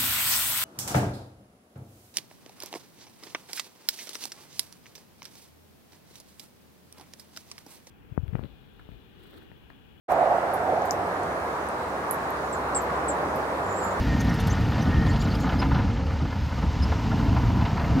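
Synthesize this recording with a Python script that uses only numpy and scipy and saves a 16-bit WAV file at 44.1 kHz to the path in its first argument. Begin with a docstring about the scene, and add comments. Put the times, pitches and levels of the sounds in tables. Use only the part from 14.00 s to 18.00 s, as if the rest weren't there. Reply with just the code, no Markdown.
"""Bulldozer on a dirt site

A bulldozer crawls along some way off. Its diesel rumbles as uneven firings ring the exhaust, and
eases for a moment midway. The steel tracks clatter, squeak and clink, and grit cracks under
the shoes (the track plates). Tyres hiss on a road behind. Open air, heard almost in mono."""
import sys
import numpy as np
from scipy import signal
from scipy.fft import rfft, irfft
from scipy.io import wavfile
from scipy.ndimage import uniform_filter1d

SR = 44100
rng = np.random.default_rng(int(sys.argv[2]) if len(sys.argv) > 2 else 0)


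def unload_wav(signal):
    """Save mono or channel-first audio to the path in sys.argv[1] as 16-bit WAV at rate SR, clipped to [-1, 1]."""
    wavfile.write(
        sys.argv[1],
        SR,
        np.round(np.clip(np.atleast_2d(signal).T, -1, 1) * 32767).astype(np.int16),
    )


N = 176400
T = np.arange(N) / SR

# How loud the road, the hiss of fan and surroundings, and the highest treble are: t/s, level/dB
TYRE_LEVEL = [(0, -43), (1.4, -55), (2.1, -54), (2.6, -43.5), (3.1, -38), (3.6, -38.5), (4, -43)]
HISS_LOUDNESS = [(0, -42), (1.3, -45.5), (1.9, -47), (2.3, -48), (2.9, -43), (3.5, -44.5), (4, -44)]
SIZZLE_LEVEL = [(0, -62), (1.6, -64.5), (1.95, -73), (2.6, -67), (3.0, -64.5), (4, -64.5)]
# Their tone colours (how strong each frequency is next to the others): f/Hz, level/dB
TYRE_COLOUR = [(200, 8), (400, -1), (680, 5.5), (830, 8), (990, 15), (1150, 0), (1400, -5), (2000, -14),
               (4000, -51)]
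HISS_COLOUR = [(1000, 3), (2000, 8.5), (2650, 6.5), (2950, 7.5), (3400, 1.5), (4900, 2), (6500, -4),
               (8000, -13), (9000, -33.5)]
SIZZLE_COLOUR = [(9800, -1.5), (12000, 4), (14300, 5.5), (15500, 1.5)]

# Single crunches of grit, and the running crackle of small stones: t/s, level/dB
CRUNCHES = [(0.199, -40), (0.236, -51), (.291, -50), (0.335, -45), (0.394, -39), (0.464, -39.5),
            (0.598, -52), (.815, -50), (1.216, -48), (1.342, -50), (1.396, -45)]
CRACKLE_LEVEL = [(0, -57), (.76, -50.5), (1.3, -49), (1.6, -52.5), (1.9, -55), (4, -61)]
# Filters that colour those two sounds: f/Hz, level/dB
CRUNCH_FILTER = [(4500, 4), (9000, -6.5), (11800, 2), (15000, -10)]
CRACKLE_FILTER = [(2500, 12.5), (3700, 7.5), (5000, 4.5), (7000, -11), (11000, -14), (16000, -28)]
# Short rough squeaks and clinks of the tracks: t/s, length/s, f/Hz, level/dB, roughness/share of pitch
SQUEAKS_AND_CLINKS = [(0.191, 0.032, 6480, -44, 0.044), (0.29, .015, 5620, -45, 0.058),
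                      (0.495, 0.031, 6180, -39.5, 0.062), (0.521, 0.017, 7250, -44.5, .02),
                      (0.723, .03, 3570, -51, 0.043), (0.812, 0.025, 6000, -45, 0.059),
                      (1.102, 0.033, 4400, -46.5, 0.059), (1.078, 0.042, 7100, -52, .06),
                      (1.191, 0.042, 6950, -48, .045), (1.198, 0.032, 4630, -44.5, 0.093),
                      (1.237, 0.015, 7200, -51, .025), (1.305, 0.031, 4520, -43, 0.067),
                      (1.344, 0.018, 4940, -43, 0.044), (1.387, 0.064, 6800, -52, 0.071),
                      (1.49, 0.015, 3280, -38, 0.066), (1.587, 0.029, 5040, -37, 0.019),
                      (2.818, 0.034, 5150, -38, 0.022)]
# How loud a rubbed roller rings: t/s, level/dB
ROLLER_LEVEL = [(0, -49), (.2, -42), (.5, -43.5), (.62, -49.5), (.95, -43), (1.15, -46.5), (1.4, -69)]

# How loud the running track clatter is: t/s, level/dB
CLATTER_LEVEL = [(0, -36.5), (.8, -35), (1.35, -36.5), (1.55, -33.5), (1.78, -38), (2.4, -41), (2.8, -41.5),
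                 (3.15, -38.5), (3.7, -39), (4, -33)]
# Heavy clanks of the shoes: t/s, relative level/dB, fade time/s, bright clack level/dB
SHOE_CLANKS = [(0.717, -31, 0.033, -39), (1.061, -30.5, 0.018, -47), (1.492, -29.5, 0.013, -36),
               (1.52, -33, 0.01, -42), (1.617, -23.5, 0.027, -33), (1.711, -27.5, 0.024, -52),
               (1.745, -28, 0.034, -38), (1.786, -29, 0.019, -45), (2.324, -26, 0.0038, -55),
               (2.622, -31, .012, -52), (2.772, -35, 0.011, -60), (2.85, -30, 0.02, -60),
               (2.919, -20.5, 0.0079, -57), (3.111, -27, 0.015, -52), (3.25, -30, 0.013, -55),
               (3.364, -27, 0.016, -39), (3.431, -31, 0.012, -54), (3.498, -30, .012, -58),
               (3.611, -27.5, 0.016, -38), (3.651, -30, 0.016, -33), (3.675, -32, 0.014, -54),
               (3.772, -26, 0.011, -47), (3.794, -40, 0.012, -37)]
# Filter that colours the steel clatter: f/Hz, level/dB
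STEEL_FILTER = [(300, -6), (500, 3), (850, 4), (1350, -1), (1900, -6.5), (2600, -13), (4500, -20.5),
                (7000, -56), (14000, -49)]
# Ringing notes of the shoes, the hollow frame and the bright clack: f/Hz, relative level/dB
SHOE_NOTES = [(575, -3.5), (735, 1), (805, 1), (870, 1.5), (930, 2.5), (975, -1), (1210, 1.5), (1300, 2.5),
              (1400, 3.5), (1490, 2), (1700, 3), (1840, 0), (2100, 3.5)]
FRAME_NOTES = [(940, 3), (1035, 0.5), (1340, -4.5), (1490, -9.5)]
CLACK_NOTES = [(1520, 13), (2660, 11.5), (3020, 7), (3450, 4.5), (4050, 3.5), (4900, 0.5)]

# How fast the engine fires: t/s, f/Hz
FIRING_RATE = [(0, 76.07), (.8, 74.73), (1.4, 73.96), (1.75, 78.55), (2.1, 76), (2.5, 75), (3.0, 72.75),
               (3.4, 75.5), (4, 76.2)]
# How hard it works, heard as the strength of its growl: t/s, relative level/dB
ENGINE_LOAD = [(0, -24), (.22, -20.5), (.42, -24), (.88, -22.5), (1.06, -20.5), (1.2, -24), (1.48, -23),
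               (1.71, -23.5), (1.97, -28.5), (2.06, -31.5), (2.42, -32), (2.7, -31.5), (3.03, -26),
               (3.3, -21.5), (3.6, -22.5), (3.86, -25), (4, -17.5)]
# Notes that the exhaust and hood ring at: f/Hz, filter width/Hz, relative level/dB
EXHAUST_NOTES = [(68.5, 110, -8.5), (121.2, 44, -0.5), (186, 49, -1), (270.7, 47.6, -1)]
# Hum that follows the load: multiple of the firing rate, level/dB at average load
LOAD_HUM = [(1.5, -37)]
# Throb and whines that come and go as the machine turns: multiple, list of (t/s, level/dB)
ENGINE_WHINES = [(1, [(0, -37), (1.5, -37), (2.1, -31.5), (2.55, -34), (2.92, -23), (3.12, -34), (4, -32)]),
                 (3.5, [(0, -44.5), (1.3, -55), (1.65, -32.5), (2.2, -42.5), (2.5, -50.5), (4, -56)]),
                 (6, [(0, -44.5), (1.2, -45.5), (1.6, -50.5), (2.05, -43.5), (2.35, -58), (3.0, -44.5),
                 (3.6, -48.5), (4, -49)]), (7, [(0, -55.5), (1.9, -50), (2.1, -45), (2.3, -54.5),
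                 (4, -56)]), (9, [(0, -48.5), (1.5, -51.5), (2.3, -65), (3.2, -46.5), (4, -43.5)])]
# How loud the deep rumble is: t/s, level/dB
RUMBLE_LEVEL = [(0, -26.5), (.42, -27.5), (.58, -24), (.82, -27), (.98, -19), (1.15, -22.5), (1.48, -31),
                (1.74, -20.5), (2.0, -25.5), (2.15, -32.5), (2.56, -31.5), (2.72, -26), (2.98, -27),
                (3.1, -29.5), (3.35, -22.5), (3.8, -27.5), (4, -25)]
# Tone colours of the growl and the deep rumble: f/Hz, relative level/dB
GROWL_COLOUR = [(90, -1), (120, -0.5), (170, -2.5), (270, -7), (380, -17.5), (600, -27.5)]
RUMBLE_COLOUR = [(25, -30), (40, -10.5), (55, -2), (72, -2), (100, -4.5), (130, -11.5)]
# Thumps of the hull on uneven ground: t/s, level/dB
HULL_THUMPS = [(.928, -36), (2.211, -23), (2.626, -24.5)]
# Left-right difference, compared with the sound both ears share: f/Hz, level/dB
STEREO_WIDTH = [(50, -22.5), (160, -17.5), (400, -18.5), (1200, -19.5), (4000, -38.5), (7000, -32),
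                (9500, 11), (16000, -5.5)]


def from_db(db):
    """Turn decibels into a number to multiply by."""
    return 10 ** (np.asarray(db) / 20)


def rms(x):
    """The average strength of a signal (root mean square)."""
    return np.sqrt(np.mean(x ** 2) + 1e-20)


def rms_one(x):
    """Scale a signal to strength 1."""
    return x / rms(x)


def in_time(rows):
    """Join (time, value) points with straight lines."""
    return np.interp(T, *np.transpose(rows))


def gain_at(spectrum, hz):
    """Read a tone colour as gains, giving each octave equal room."""
    f, db = np.transpose(spectrum)
    return from_db(np.interp(np.log(hz + 1e-9), np.log(f), db))


def drift(rate_hz):
    """A smooth random wander, about 1 in size."""
    step, warm_up = 40, 2000
    r = np.exp(-2 * np.pi * rate_hz * step / SR)
    draws = rng.standard_normal(N // step + warm_up + 2)
    slow = signal.lfilter([1], [1, -2 * r, r * r], draws)[warm_up:]
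    return np.interp(np.arange(N) / step, np.arange(len(slow)), rms_one(slow))


def colour(x, spectrum):
    """Filter a signal by a tone colour that fades beyond its ends; strength 1."""
    hz = np.arange(N // 2 + 1) * SR / N + 1e-3
    low_cut = 1 + (spectrum[0][0] / 1.3 / hz) ** 6
    high_cut = 1 + (hz / 1.3 / spectrum[-1][0]) ** 6
    return rms_one(irfft(rfft(x) * gain_at(spectrum, hz) / np.sqrt(low_cut * high_cut), N))


def noise(spectrum):
    """Noise with a given tone colour; strength 1."""
    return colour(rng.standard_normal(N), spectrum)


def burst(start, decay_s, rise_s=0.0014):
    """The outline of a hit: a quick rise, then a fade."""
    age = np.maximum(T - start, 0)
    return np.minimum(age / rise_s, 1) * np.exp(-np.clip((age - rise_s) / decay_s, 0, 20))


def rattle(per_s=2500):
    """Many tiny taps of uneven size at random times."""
    sizes = from_db(-0.5 * np.minimum(rng.exponential(1, N), 3)) * rng.choice([-1, 1], N)
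    return sizes * (rng.random(N) < per_s / SR)


def ring(taps, hz, ring_s):
    """Each tap rings one note, which fades by 60 dB in ring_s seconds."""
    r, w = from_db(-60 / (ring_s * SR)), 2 * np.pi * hz / SR
    return signal.lfilter([0, np.sin(w)], [1, -2 * r * np.cos(w), r * r], taps + 1e-18)


def struck(taps, notes, ring_s):
    """Taps ring all the notes of a steel part at once; strength 1."""
    return rms_one(sum((-1) ** k * from_db(db) * ring(taps, hz, ring_s)
                       for k, (hz, db) in enumerate(notes)))


def background():
    """Tyres roar on the road, under an even hiss and a faint sizzle."""
    tyres = from_db(in_time(TYRE_LEVEL) + 0.38 * drift(18)) * noise(TYRE_COLOUR)
    hiss = from_db(in_time(HISS_LOUDNESS) + 0.63 * drift(16)) * noise(HISS_COLOUR)
    sizzle = from_db(in_time(SIZZLE_LEVEL) + 0.95 * drift(10)) * noise(SIZZLE_COLOUR)
    return tyres + hiss + sizzle


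def stones(force, spectrum, per_s, pitches=48):
    """Small stones click, each at a pitch picked at random."""
    clicks = rattle(per_s) * force
    picked = rng.integers(0, pitches, N)
    clinks = sum(ring(clicks * (picked == k), hz, ring_s=0.018)
                 for k, hz in enumerate(np.geomspace(2800, 15500, pitches)))
    return colour(clinks, spectrum) * rms(force)


def grit():
    """Stones crack under the shoes in bright crunches, over a crackle that comes in clumps."""
    crunches = sum(from_db(db) * burst(t, decay_s=0.007, rise_s=0.0092) for t, db in CRUNCHES)
    crackle = from_db(in_time(CRACKLE_LEVEL) + 4.5 * np.tanh(drift(31)))
    return stones(crunches, CRUNCH_FILTER, per_s=3500) + stones(crackle, CRACKLE_FILTER, per_s=700)


def squeaks_and_clinks():
    """The tracks squeak and clink in short rough tones that rise a little."""
    waver = drift(900)
    sound = 0
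    for t, length, hz, db, roughness in SQUEAKS_AND_CLINKS:
        progress = np.clip((T - t) / length, 0, 1)
        pitch = hz * (1 + 0.05 * (progress - 0.5) + roughness * waver)
        phase = 2 * np.pi * np.cumsum(pitch) / SR
        tone = np.sin(phase) + from_db(-24.5) * np.sin(2 * phase)
        sound += from_db(db) * np.sin(np.pi * progress) * tone
    return np.sqrt(2) * sound


def roller():
    """A rubbed roller rings roughly on one note."""
    level = from_db(in_time(ROLLER_LEVEL) + 2 * drift(4.2))
    return level * rms_one(ring(rattle(), hz=1835, ring_s=0.055))


def tracks(links_per_s=19, jitter=0.42, spread_db=4.5):
    """Links slap over the drive wheel and ring the shoes; hard hits add a hollow knock and a clack."""
    slaps = sum(from_db(spread_db * size) * burst((k + jitter * late) / links_per_s, decay_s=0.024)
                for k, (late, size) in enumerate(rng.uniform(-0.96, 1, (120, 2))))
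    running = from_db(in_time(CLATTER_LEVEL)) * rms_one(0.87 + slaps)  # rattles between slaps too
    clanks = sum(from_db(db) * burst(t, decay) for t, db, decay, _ in SHOE_CLANKS)
    clacks = sum(from_db(db) * burst(t, 0.88 * decay) for t, _, decay, db in SHOE_CLANKS)
    force = np.hypot(running, from_db(-3) * clanks)
    taps = colour(rattle() * force, STEEL_FILTER)
    shoes = colour(struck(rattle() * force, SHOE_NOTES, ring_s=0.045), STEEL_FILTER)
    clatter = rms_one(taps + from_db(1) * shoes) * rms(force)
    knock = from_db(-5.5) * struck(rattle() * clanks, FRAME_NOTES, ring_s=0.032) * rms(clanks)
    return clatter + knock + clacks * struck(rattle(), CLACK_NOTES, ring_s=0.0094)


def exhaust(cycles, unevenness=0.89):
    """One firing per cycle, each of a different size, rings the exhaust and hood; strength 1."""
    firings = np.diff(np.floor(cycles), prepend=0) * (1 + unevenness * rng.standard_normal(N))
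    ringing = 0
    for k, (hz, width, db) in enumerate(EXHAUST_NOTES):
        b, a = signal.iirpeak(hz, hz / width, fs=SR)
        ringing += (-1) ** k * from_db(db) * signal.lfilter(b, a, signal.lfilter(b, a, firings))
    return rms_one(ringing)


def engine_tones(cycles, load_db, waver_db=3.5):
    """Hum, throb and whines waver at multiples of the firing rate."""
    tones = [(multiple, db + 0.92 * (load_db - load_db.mean())) for multiple, db in LOAD_HUM]
    tones += [(multiple, in_time(curve)) for multiple, curve in ENGINE_WHINES]
    hum = 0
    for multiple, db in tones:
        level = from_db(db + waver_db * np.tanh(drift(8.5)))
        phase = 2 * np.pi * (multiple * cycles + rng.random() + 0.075 * drift(11))
        hum += level * np.sqrt(2) * np.sin(phase)
    return hum


def engine():
    """The diesel's exhaust and tones sit on a noisy growl and rumble, which swell as the hull thumps."""
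    cycles = np.cumsum(in_time(FIRING_RATE)) / SR
    load_db = in_time(ENGINE_LOAD)
    chug = from_db(load_db - 7.5) * exhaust(cycles)
    hum = engine_tones(cycles, load_db)
    thumps = sum(from_db(db) * burst(t, decay_s=0.036, rise_s=0.0095) for t, db in HULL_THUMPS)
    growl = np.hypot(from_db(load_db - 4), thumps) * noise(GROWL_COLOUR)
    rumble = np.hypot(from_db(in_time(RUMBLE_LEVEL)), thumps) * noise(RUMBLE_COLOUR)
    return rumble + growl + chug + hum


def scene():
    """Everything lies ahead; tiny timing differences between the ears add a little width."""
    mid = engine() + tracks() + squeaks_and_clinks() + roller() + grit() + background()
    hz = np.arange(N // 2 + 1) * SR / N
    scatter = 1 + 0.36 * rms_one(uniform_filter1d(rng.standard_normal(len(hz)), size=60))
    side = irfft(1j * scatter * rfft(mid) * gain_at(STEREO_WIDTH, hz), N)  # 1j: a quarter-wave shift
    return np.array([mid + side, mid - side])


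def record(dry, cutoff_hz=15800):
    """Cut off the very highest treble steeply."""
    return signal.sosfilt(signal.ellip(10, 0.2, 80, cutoff_hz, fs=SR, output="sos"), dry)


dry = scene()
out = record(dry)
unload_wav(out)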